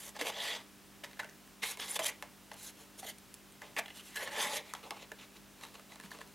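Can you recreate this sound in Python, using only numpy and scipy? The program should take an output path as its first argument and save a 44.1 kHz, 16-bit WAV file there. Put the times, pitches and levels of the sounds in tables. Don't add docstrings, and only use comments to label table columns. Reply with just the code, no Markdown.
import sys
import numpy as np
from scipy import signal
from scipy.fft import rfft, irfft, next_fast_len
from scipy.io import wavfile
from scipy.ndimage import uniform_filter1d

SR = 44100
rng = np.random.default_rng(int(sys.argv[2]) if len(sys.argv) > 2 else 0)


def output_pcm(signal):
    pcm = np.clip(np.atleast_2d(signal).T, -1, 1) * 32767
    wavfile.write(sys.argv[1], SR, np.round(pcm).astype(np.int16))


def boost(x):
    u = np.asarray(x, float) / 20
    return 10 ** u


N = 279594

# frequency in Hz, width in Hz, level in dB.
SHEET_MODES = [(433, 42, -2.5), (602, 54, 3.5), (635.6, 58, 3.5), (872, 95, 3), (1004, 7.7, -0.5),
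               (1150, 210, 4)]
# frequency in Hz, width in Hz, level in dB.
EDGE_MODES = [(1740, 88, 6.5), (2066, 84, 9), (2686, 48, 3), (3300, 460, -4), (3240, 130, -9),
              (4060, 130, 5.5)]


def evened(x):
    return x / np.sqrt(np.mean(x ** 2) + 1e-20)


def read(points, hz):
    f, value = np.transpose(points)
    return np.interp(np.log(hz + 1), np.log(f + 1), value)


def add(mix, s, sound):
    part = mix[round(s * SR):][:len(sound)]
    part += sound[:len(part)]


def band(x, lo_hz, hi_hz, order=2):
    return signal.lfilter(*signal.butter(order, [lo_hz, hi_hz], "bandpass", fs=SR), x)


def resonate(x, hz, width):
    turn = np.exp(2j * np.pi * np.cumsum(hz * np.ones(len(x))) / SR)
    r = np.exp(-np.pi * width / SR)
    smooth = signal.lfilter([1 - r], [1, -r], x / turn)
    return 2 * (turn * smooth).real / np.sqrt(1 - r)


def body(x, modes, detune):
    return sum((-1) ** k * boost(db) * resonate(x, hz * detune[k], width)
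               for k, (hz, width, db) in enumerate(modes))


def floor():
    # frequency in Hz, density in dB per Hz.
    hiss_curve = [(21, -41), (35, -12), (119, -8), (198, -9), (347, -8), (405, -13), (522, -12),
                  (1560, -14), (2020, -16), (2740, -15), (4440, -19), (5050, -18.5), (15500, -23.5)]
    # frequency in Hz, side over mid in dB.
    hiss_width = [(60, 2), (110, -6.5), (200, -2.5), (380, -7.5), (700, -9), (1290, -13), (2380, -16.5),
                  (4400, -16.5), (8120, -9.5), (15000, -19.5)]
    # frequency in Hz, level in dB, left over right in dB.
    hum_tones = [(49.2, -75.5, 5), (95, -83.5, 2), (150.5, -75.5, 1), (198.7, -66.5, -3.2),
                 (250.6, -73.5, -1), (300.5, -72, 2.5), (399.5, -73.5, 0.5)]
    hiss_db = -60.5
    size = next_fast_len(N)
    hz, t = np.fft.rfftfreq(size, 1 / SR), np.arange(N) / SR
    mid, side = rfft(rng.standard_normal((2, size))) * boost(read(hiss_curve, hz))
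    mid = irfft(mid, size)[:N]
    side = irfft(side * boost(read(hiss_width, hz)), size)[:N]
    hiss = boost(hiss_db) * np.array([mid + side, mid - side]) / np.std(band(mid, 430, 16000))
    hum = np.zeros((2, N))
    for f, db, left_db in hum_tones:
        drift = uniform_filter1d(uniform_filter1d(rng.standard_normal(N), 1500), 1500)
        pan_db = np.array([[left_db / 2], [-left_db / 2]])
        level = np.sqrt(2) * boost(db + 1.4 * evened(drift) + pan_db)
        hum += level * np.sin(2 * np.pi * (f * t + rng.random()))
    return hiss + hum


def grains(per_s, spread_db, rub_level, waver_db):
    size = boost(spread_db * np.minimum(rng.exponential(1, N), 3.2)) * rng.choice([-1, 1], N)
    breaks = evened(size * (rng.random(N) < per_s / SR)) + rub_level * rng.standard_normal(N)
    waver = evened(uniform_filter1d(rng.standard_normal(N), 150))
    return evened(breaks * boost(waver_db * np.clip(waver, -3, 1.8)))


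def stroke(fibres, rows, held_hz=(), held_db=0, top_hz=4720):
    # frequency in Hz, width in Hz, level in dB.
    blade_modes = [(5320, 170, 0.67), (8560, 670, 1.7), (11900, 1700, 4.4), (14300, 600, 1.8)]
    # time in seconds, resonance in Hz.
    flap_path = [(.2, 1870), (.36, 3430), (.6, 3300), (1.02, 1740), (1.63, 2050), (1.67, 3280),
                 (1.96, 3300), (2, 2320), (2.06, 3500), (2.09, 2030), (2.52, 1860), (2.62, 3300),
                 (3.1, 3120), (3.75, 2400), (4.05, 3200), (4.16, 1680), (4.62, 1910), (5.3, 3940)]
    # time in seconds, lower ring in Hz, upper ring in Hz.
    contact_path = [(.2, 7600, 11000), (.3, 7150, 12500), (.45, 4970, 10700), (1.63, 7100, 10200),
                    (1.75, 7000, 10300), (1.9, 7540, 11000), (2.06, 7460, 9900), (2.65, 7140, 10300),
                    (2.99, 6600, 9700), (3.1, 6430, 12100), (3.79, 5900, 8800), (4, 7500, 13600),
                    (4.2, 7500, 10400), (4.42, 6400, 7800), (4.47, 8100, 10800), (4.57, 8100, 10800),
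                    (5.6, 7000, 10500)]
    s, *columns = np.transpose(rows)
    drive, direct, flap = fibres[:, round(s[0] * SR):round((s[-1] + .006) * SR)]
    t = s[0] + np.arange(len(drive)) / SR
    tear_db, boom_db, fizz_db = (np.interp(t, s, c) for c in columns)
    fade_in = np.clip((t - s[0]) / 0.00025, 0, 1)
    fade_out = np.clip(1 - (t - s[-1]) / 0.0038, 0, 1)
    detune = 1 + 0.022 * rng.standard_normal(6)

    held = boost(held_db) * sum(resonate(flap, hz, 63) for hz in held_hz)
    boom = evened(held + body(drive, SHEET_MODES, detune) + 5.6 * band(direct, 220, 770))

    free_end = boost(9.0) * resonate(flap, np.interp(t, *np.transpose(flap_path)), 320)
    edge = 0.5 * body(drive, EDGE_MODES, detune) + free_end
    edge = evened(band(edge, 750, 0.83 * top_hz) + 9.7 * band(direct, 1100, top_hz))

    when, *contact_hz = np.transpose(contact_path)
    steel = boost(5.0) * sum(resonate(drive, np.interp(t, when, hz), 550) for hz in contact_hz)
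    fizz = body(direct, blade_modes, detune) + steel + 11.2 * flap
    fizz = evened(band(fizz, 3560, 12550, order=3))
    mixed = edge + boost(boom_db) * boom + boost(fizz_db) * fizz
    return s[0], boost(tear_db) * fade_in * fade_out * mixed


def swipes():
    # start in seconds, length in seconds, tearing in dB, sheet boom and blade fizz in dB over it.
    swipe_rows = [
        (0, 0.11, -57.5, -6.5, 7),
        (2.628, 0.084, -56, -10, 5.5),
        (3.064, 0.055, -48.5, -8.5, 0.5),
        (4.829, 0.063, -57.5, 2, -7),
        (5.185, 0.074, -55.5, -9.5, -17),
    ]
    rise_s, start_db, stop_s, end_db = 0.0066, -1, 0.018, -12
    for s, length, db, *colour in swipe_rows:
        shape = [(0, start_db), (rise_s, 0), (length - stop_s, 0), (length, end_db)]
        yield [[(s + after, db + change_db, *colour) for after, change_db in shape]]


def rubs():
    # start in seconds, length in seconds, tearing in dB, sheet boom and blade fizz in dB over it.
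    rub_rows = [(0.147, 0.038, -47, -1.5, -14), (0.56, 0.095, -59.5, -4, -12), (1.05, 0.094, -63, -8, -17),
                (1.952, 0.023, -33.5, -13, -1.5), (2.565, 0.087, -58.5, -22, 6),
                (2.75, 0.12, -59.5, -4, -0.5), (2.977, 0.038, -56.5, 0, 10), (3.022, 0.049, -52.5, 1.5, 1),
                (3.85, 0.097, -58.5, -15, -18), (3.94, 0.05, -54, -18, 0.5), (3.97, 0.057, -51, -13, -5),
                (4.03, 0.08, -55.5, -13, 1.5), (4.08, 0.12, -54.5, -13, -5.5), (4.64, 0.094, -53, -8.5, -8),
                (4.941, 0.058, -54, -2, -13), (4.99, 0.067, -51, -8, -23), (5.345, 0.044, -56.5, -6, -7),
                (5.571, 0.15, -58, -5, -10), (5.62, 0.036, -54, -5, -4), (5.71, 0.13, -64, -2, -15),
                (5.74, 0.023, -55.5, -6, -3), (5.89, 0.081, -58, -1.5, -5), (6.025, 0.057, -53.5, -5, -5.5),
                (6.14, 0.022, -61, 4, -8), (6.195, 0.036, -63, -5, -9)]
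    top, start_db, end_db = 0.56, -11, -15.5
    for s, length, db, *colour in rub_rows:
        yield [[(s, db + start_db, *colour), (s + top * length, db, *colour),
                (s + length, db + end_db, *colour)]]


def snap(s, peak_db, hz, boom_hz, boom_db, tick_db, first=2.1, spread=0.000053, raw=1.62):
    t = np.arange(3000) / SR
    burst, after = rng.standard_normal((2, len(t)))
    kick = burst * t / spread * np.exp(1 - t / spread) + 0.098 * after * boost(-60 * t / 0.028)
    kick[0] -= first
    detune = 1 + 0.013 * rng.standard_normal(6)
    ring = resonate(kick, hz, 190) + 0.2 * body(kick, EDGE_MODES, detune) + raw * kick
    boom = resonate(kick, boom_hz, 113) + 0.24 * body(kick, SHEET_MODES, detune)
    parts = [band(ring, 670, 4050), boom * boost(-60 * t / 0.3), band(kick, 5500, 13300, order=3)]
    ring, boom, bright = (p / abs(p).max() for p in parts)
    mixed = 0.64 * ring - boost(boom_db) * band(boom, 340, 740, order=1) - boost(tick_db) * bright
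    return s + 0.001066, boost(peak_db) * mixed


def snaps():
    # start in seconds, peak in dB, edge ring in Hz, sheet ring in Hz, hardness in dB.
    snap_rows = [
        (0.164, -40.5, 1680, 840, 2),
        (0.212, -15.5, 1930, 450, -10),
        (0.22, -48, 1940, 463, -10),
        (1.475, -46, 1740, 450, -1),
        (1.772, -31.5, 2180, 930, -1.5),
        (2.224, -24, 2090, 1060, -6.5),
        (3.618, -33.5, 1900, 1010, -8),
        (4.736, -25, 1230, 960, -1),
        (4.767, -47, 2360, 1050, -1),
        (4.907, -23.5, 2050, 940, -33),
    ]
    for s, peak_db, hz, boom_hz, hard_db in snap_rows:
        boom_db = max(-7 + hard_db, -14)
        yield snap(s, peak_db, hz, boom_hz, boom_db, hard_db)


def cuts():
    # time in seconds, pressure in dB, blade slide in dB.
    first_cut = [
        [(.189, -50, -8), (.195, -44, -5), (.21, -45, -10), (.219, -39.5, -7), (.24, -50.5, -5), (.27, -41, -3),
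         (.303, -39.5, -9.5), (.308, -50, -10), (.325, -60, -8)],
        [(.318, -54, -13), (.337, -50, -17), (.4, -42, -11), (.47, -39, -8.5), (.554, -41.5, -18),
         (.573, -46, -18), (.578, -52, -16), (.62, -71, -9)],
    ]
    pull_out = [
        [(1.62, -51, -12), (1.634, -33, -10.5), (1.65, -43, -1.5), (1.714, -44.5, 2), (1.76, -60, -12)],
        [(1.777, -58, -19), (1.791, -56, 2), (1.8, -36, -26), (1.803, -47, -1), (1.826, -42, -9),
         (1.878, -51, 1), (1.882, -44.5, -3), (1.906, -49, 2), (1.948, -49, 3)],
        [(2.009, -62, -14), (2.02, -54, -8), (2.034, -47, 5), (2.04, -44, 1), (2.046, -35, 3.5),
         (2.049, -61, -10)],
        [(2.05, -43, -4), (2.056, -41.5, 3.5), (2.071, -39.5, 6), (2.074, -44, -3), (2.082, -46, 8),
         (2.092, -39.5, -0.5), (2.1, -43, 0), (2.104, -50, -6), (2.14, -68, -14)],
    ]
    second_cut = [
        [(3.765, -42, -12), (3.78, -38, -12), (3.79, -33, -6), (3.798, -36, -6), (3.8, -41, -14),
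         (3.817, -56, -18), (3.822, -65, -18), (3.85, -81, -15)],
        [(4.156, -44.5, -0.5), (4.168, -52.5, 4.5), (4.19, -50.5, -2), (4.22, -41.5, -9), (4.25, -48, -0.5),
         (4.262, -49, -11), (4.28, -44, -18), (4.308, -54, -14)],
        [(4.31, -50, -8), (4.39, -37, -9), (4.425, -34, -3), (4.45, -37.5, -6), (4.49, -44, -5),
         (4.575, -39.5, -1.5), (4.586, -44.5, -9), (4.605, -52, -13), (4.615, -58, -18)],
    ]
    # looseness in dB, held mode in Hz, second mode in Hz,
    # strength of both in dB, top of the tearing in Hz.
    grip_rows = [
        (3, 547, 790, -1, 4700),
        (-3.5, 862, 674, 1, 5000),
        (-5, 650, 880, -14, 5000),
        (-2, 930, 485, -2, 4700),
        (-1, 1130, 620, 2, 4500),
        (-1, 1130, 620, 2, 4000),
        (-4, 760, 1050, 2, 2600),
        (2.5, 1090, 540, 5, 4000),
        (2.5, 862, 568, 6, 4400),
    ]
    for curve, (loose_db, *held_hz, held_db, top_hz) in zip(first_cut + pull_out + second_cut, grip_rows):
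        rows = []
        for s, db, slide_db in curve:
            boom_db = loose_db - 5 - 0.2 * (db + 48) - 0.1 * (slide_db + 13)
            rows.append((s, db, boom_db, slide_db))
        yield rows, held_hz, held_db, top_hz


def thumps():
    # start in seconds, frequency in Hz, level in dB, T60 in seconds.
    knocks = [
        (0.212, 297, -43.5, 0.083),
        (0.951, 330, -68, 0.058),
        (4.461, 246, -44, 0.039),
        (6.043, 191, -48, 0.069),
    ]
    # start in seconds, frequency in Hz, level in dB, T60 in seconds.
    ringing = [
        (.214, 480, -42, 0.13),
        (1.991, 646, -39, 0.11),
        (3.028, 767, -43, 0.05),
        (4.164, 1713, -40.5, 0.1),
    ]
    t = np.arange(8000) / SR
    for s, hz, db, t60 in knocks + ringing:
        push = boost(db + 10.5 - 60 * t / t60) * (1 - np.exp(-t / 0.006))
        yield s, push * np.sin(2 * np.pi * hz * t)


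def ticks():
    # start in seconds, peak in dB, ring in Hz.
    tick_rows = [(0.22, -40, 9500), (1.111, -50, 4000), (1.131, -49, 4300), (1.2943, -47, 4330),
                 (1.2945, -46, 6200), (2.5323, -44, 5900), (2.54, -41, 11000), (2.835, -48, 10500),
                 (3.1827, -43, 9500), (3.34, -37, 10140), (3.3403, -42, 13000), (3.3467, -44, 7250),
                 (3.5212, -46, 8900), (3.757, -49, 6000), (4.736, -33, 6500), (4.9055, -32, 4300),
                 (4.906, -32, 5200), (5.667, -47, 12500), (6.135, -48, 10500), (6.274, -47, 10400)]
    t = np.arange(1500) / SR
    for s, peak_db, hz in tick_rows:
        kick, scratch = rng.standard_normal((2, len(t))) * np.exp(-t / 0.0016)
        ring = band(resonate(kick, hz, 640) + 0.86 * scratch, 2000, 11300)
        yield s + 0.0011, boost(peak_db) * ring / abs(ring).max()


def slips():
    # start in seconds, peak in dB, edge ring in Hz, sheet ring in Hz.
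    slip_rows = [(0.268, -25.5, 3660, 567), (1.244, -33, 1980, 885), (1.958, -28, 3300, 500),
                 (1.964, -31, 3220, 516), (1.991, -23, 2130, 630), (1.997, -28, 2070, 860),
                 (2.003, -34, 2090, 480), (2.515, -32, 1850, 854), (3.029, -41, 1420, 785),
                 (3.7645, -29, 1920, 800), (3.785, -24.5, 2100, 655), (3.79, -23.5, 2320, 654),
                 (3.795, -27.5, 2400, 1050), (4.157, -31, 1740, 1080), (4.749, -31.5, 3360, 770),
                 (5.026, -38.5, 2750, 506), (5.117, -31, 2190, 850), (5.634, -32.5, 3870, 1150),
                 (5.753, -39, 2800, 875), (5.92, -39.5, 2050, 1070), (6.036, -38.5, 2060, 1110),
                 (6.115, -31.5, 1740, 980), (6.213, -34, 1850, 965)]
    for s, *columns in slip_rows:
        yield snap(s - .001, *columns, boom_db=-8.5, tick_db=-15, first=0, spread=0.0012)


def creaks():
    # start in seconds, peak in dB, edge ring in Hz, sheet ring in Hz.
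    creak_rows = [(1.035, -31, 2930, 610), (1.042, -30, 1820, 1000), (1.11, -43, 1740, 780),
                  (1.13, -44, 2020, 401), (1.17, -45, 1700, 690), (1.192, -29, 1710, 920),
                  (1.197, -23.5, 1690, 930), (1.231, -33.5, 1510, 800), (1.288, -44, 1770, 406),
                  (1.309, -46, 1740, 690), (1.324, -50, 1760, 690), (1.337, -62, 1760, 684),
                  (1.635, -24, 2050, 800), (3.858, -34, 2930, 770), (3.88, -35, 2970, 766),
                  (3.902, -38, 2880, 760), (4.17, -25, 1640, 1240), (4.274, -27, 1830, 577),
                  (6.058, -43, 1730, 993)]
    for s, *columns in creak_rows:
        yield snap(s - .001, *columns, boom_db=-13, tick_db=-17, first=0, spread=0.0015, raw=0.71)


def jolts():
    # start in seconds, length in seconds, tearing in dB, sheet boom and blade fizz in dB over it.
    jolt_rows = [
        (1.036, 0.033, -42, -9, -7),
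        (1.19, 0.041, -41, -3, -15),
        (1.224, 0.057, -62, -5, -9),
        (1.989, 0.046, -40, 4.5, 0.5),
        (2.223, 0.041, -56, 9, -1),
        (2.514, 0.1, -57, 5, -11),
        (3.612, 0.17, -54.5, 2, -12),
        (4.746, 0.11, -53.5, -3.5, -11),
        (4.907, 0.043, -50.5, 7.5, -18),
        (6.103, 0.26, -55, -2, -8),
    ]
    rise_s, start_db, end_db = 0.0038, -39, -24
    for s, length, db, *colour in jolt_rows:
        yield [[(s, db + start_db, *colour), (s + rise_s, db, *colour), (s + length, db + end_db, *colour)]]


def squeaks():
    # start in seconds, length in seconds, start in Hz, end in Hz, level in dB.
    squeak_rows = [
        (1.882, .032, 10100, 11900, -43),
        (1.898, .024, 6900, 7500, -46),
        (1.9, .027, 9100, 10100, -37),
        (1.939, .014, 10800, 11300, -45),
        (1.955, .016, 3300, 3600, -40),
        (2.017, .012, 3100, 3200, -41),
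        (2.052, .022, 3000, 3300, -36),
        (2.052, .016, 7500, 7400, -43),
        (2.06, .014, 9600, 9700, -43),
    ]
    for s, length, start_hz, end_hz, db in squeak_rows:
        count = round(length * SR)
        hz = np.linspace(start_hz, end_hz, count)
        tone = np.sqrt(2) * np.sin(2 * np.pi * np.cumsum(hz) / SR)
        rough = evened(resonate(rng.standard_normal(count), hz, 330))
        yield s, boost(db) * np.hanning(count) * (tone + 0.26 * rough)


def crumbs():
    # start in seconds, peak in dB.
    crumb_rows = [(5.611, -40), (5.65, -38.5), (5.685, -44), (5.742, -42), (5.795, -42), (5.957, -39.5),
                  (5.999, -36), (6.01, -41), (6.162, -53), (6.187, -40), (6.207, -43)]
    for s, peak_db in crumb_rows:
        yield snap(s - .001, peak_db, hz=4080, boom_hz=1050, boom_db=-6, tick_db=-9.5,
                   first=0, spread=0.00083, raw=2.2)


def flexed(x, patchy_db=2.5):
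    z = signal.stft(x, nperseg=256, noverlap=192)[2]
    patches = uniform_filter1d(uniform_filter1d(rng.standard_normal(z.shape), 4, 0), 18, 1)
    gain = boost(patchy_db * np.clip(evened(patches), -3, 1.6))
    return signal.istft(z * gain / np.sqrt(np.mean(gain ** 2)), nperseg=256, noverlap=192)[1][:N]


def echoed(x):
    # time in seconds, delay in ms.
    late_delay = [(.3, 0.73), (1.65, 0.65), (2.05, 0.72), (2.6, 0.86), (3.77, 0.7), (3.95, 0.89),
                  (4.2, .83), (4.5, 0.68), (5.6, 0.6), (6.1, 0.54)]
    early_delay_ms = 0.3
    n = np.arange(N)
    early_echo = np.interp(n - early_delay_ms * SR / 1000, n, x)
    late = np.interp(n / SR, *np.transpose(late_delay)) * SR / 1000
    late_echo = x[np.maximum(n - np.round(late).astype(int), 0)]
    return x + 0.18 * early_echo - 0.24 * late_echo


def ports(card):
    # frequency in Hz, side over mid in dB.
    port_width = [(60, -6), (110, -22), (200, -14), (380, -15), (700, -17), (1290, -24), (2380, -26.5),
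                  (3400, -27), (5200, -19), (8120, -17.5), (15000, -28)]
    size = next_fast_len(N)
    width = boost(read(port_width, np.fft.rfftfreq(size, 1 / SR)))
    side = irfft(rfft(card, size) * np.exp(1.9j) * width, size)[:N]
    return np.array([card + side, card - side])


def room(x):
    t60 = 0.26
    t = np.arange(round(.4 * SR)) / SR
    taps = rng.standard_normal((2, len(t))) * (t > .004)
    tail = band(taps, 110, 2350, order=1) * boost(-60 * t / t60)
    tail += 0.12 * taps * boost(-60 * t / (.5 * t60))
    tail = np.array([tail[0] + 0.046 * tail[1], tail[0] - 0.044 * tail[1]])
    return signal.fftconvolve(x[None], tail / np.linalg.norm(tail[0]), axes=1)[:, :N]


def scene():
    card = np.zeros(N)
    tearing = grains(per_s=4500, spread_db=5.66, rub_level=0.66, waver_db=0.31)
    fibres = np.array([tearing, np.roll(tearing, N // 3), np.roll(tearing, -N // 3)])
    for strokes in [swipes, rubs, cuts, jolts]:
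        for settings in strokes():
            add(card, *stroke(fibres, *settings))
    card = echoed(flexed(card))
    for source in [snaps, thumps, ticks, slips, creaks, squeaks, crumbs]:
        for s, sound in source():
            add(card, s, sound)
    return ports(card) + boost(-16) * room(card) + floor()


def band_limit(x):
    return signal.sosfilt(signal.butter(12, 16680, fs=SR, output="sos"), x)


def record(dry):
    dry = signal.sosfilt(signal.butter(2, 42, "highpass", fs=SR, output="sos"), dry)
    top_cut = signal.firwin(401, 15950, window=("kaiser", 7), fs=SR)
    dry = signal.oaconvolve(dry, top_cut[None], "same")
    return band_limit(dry)


dry = scene()
out = record(dry)
output_pcm(out)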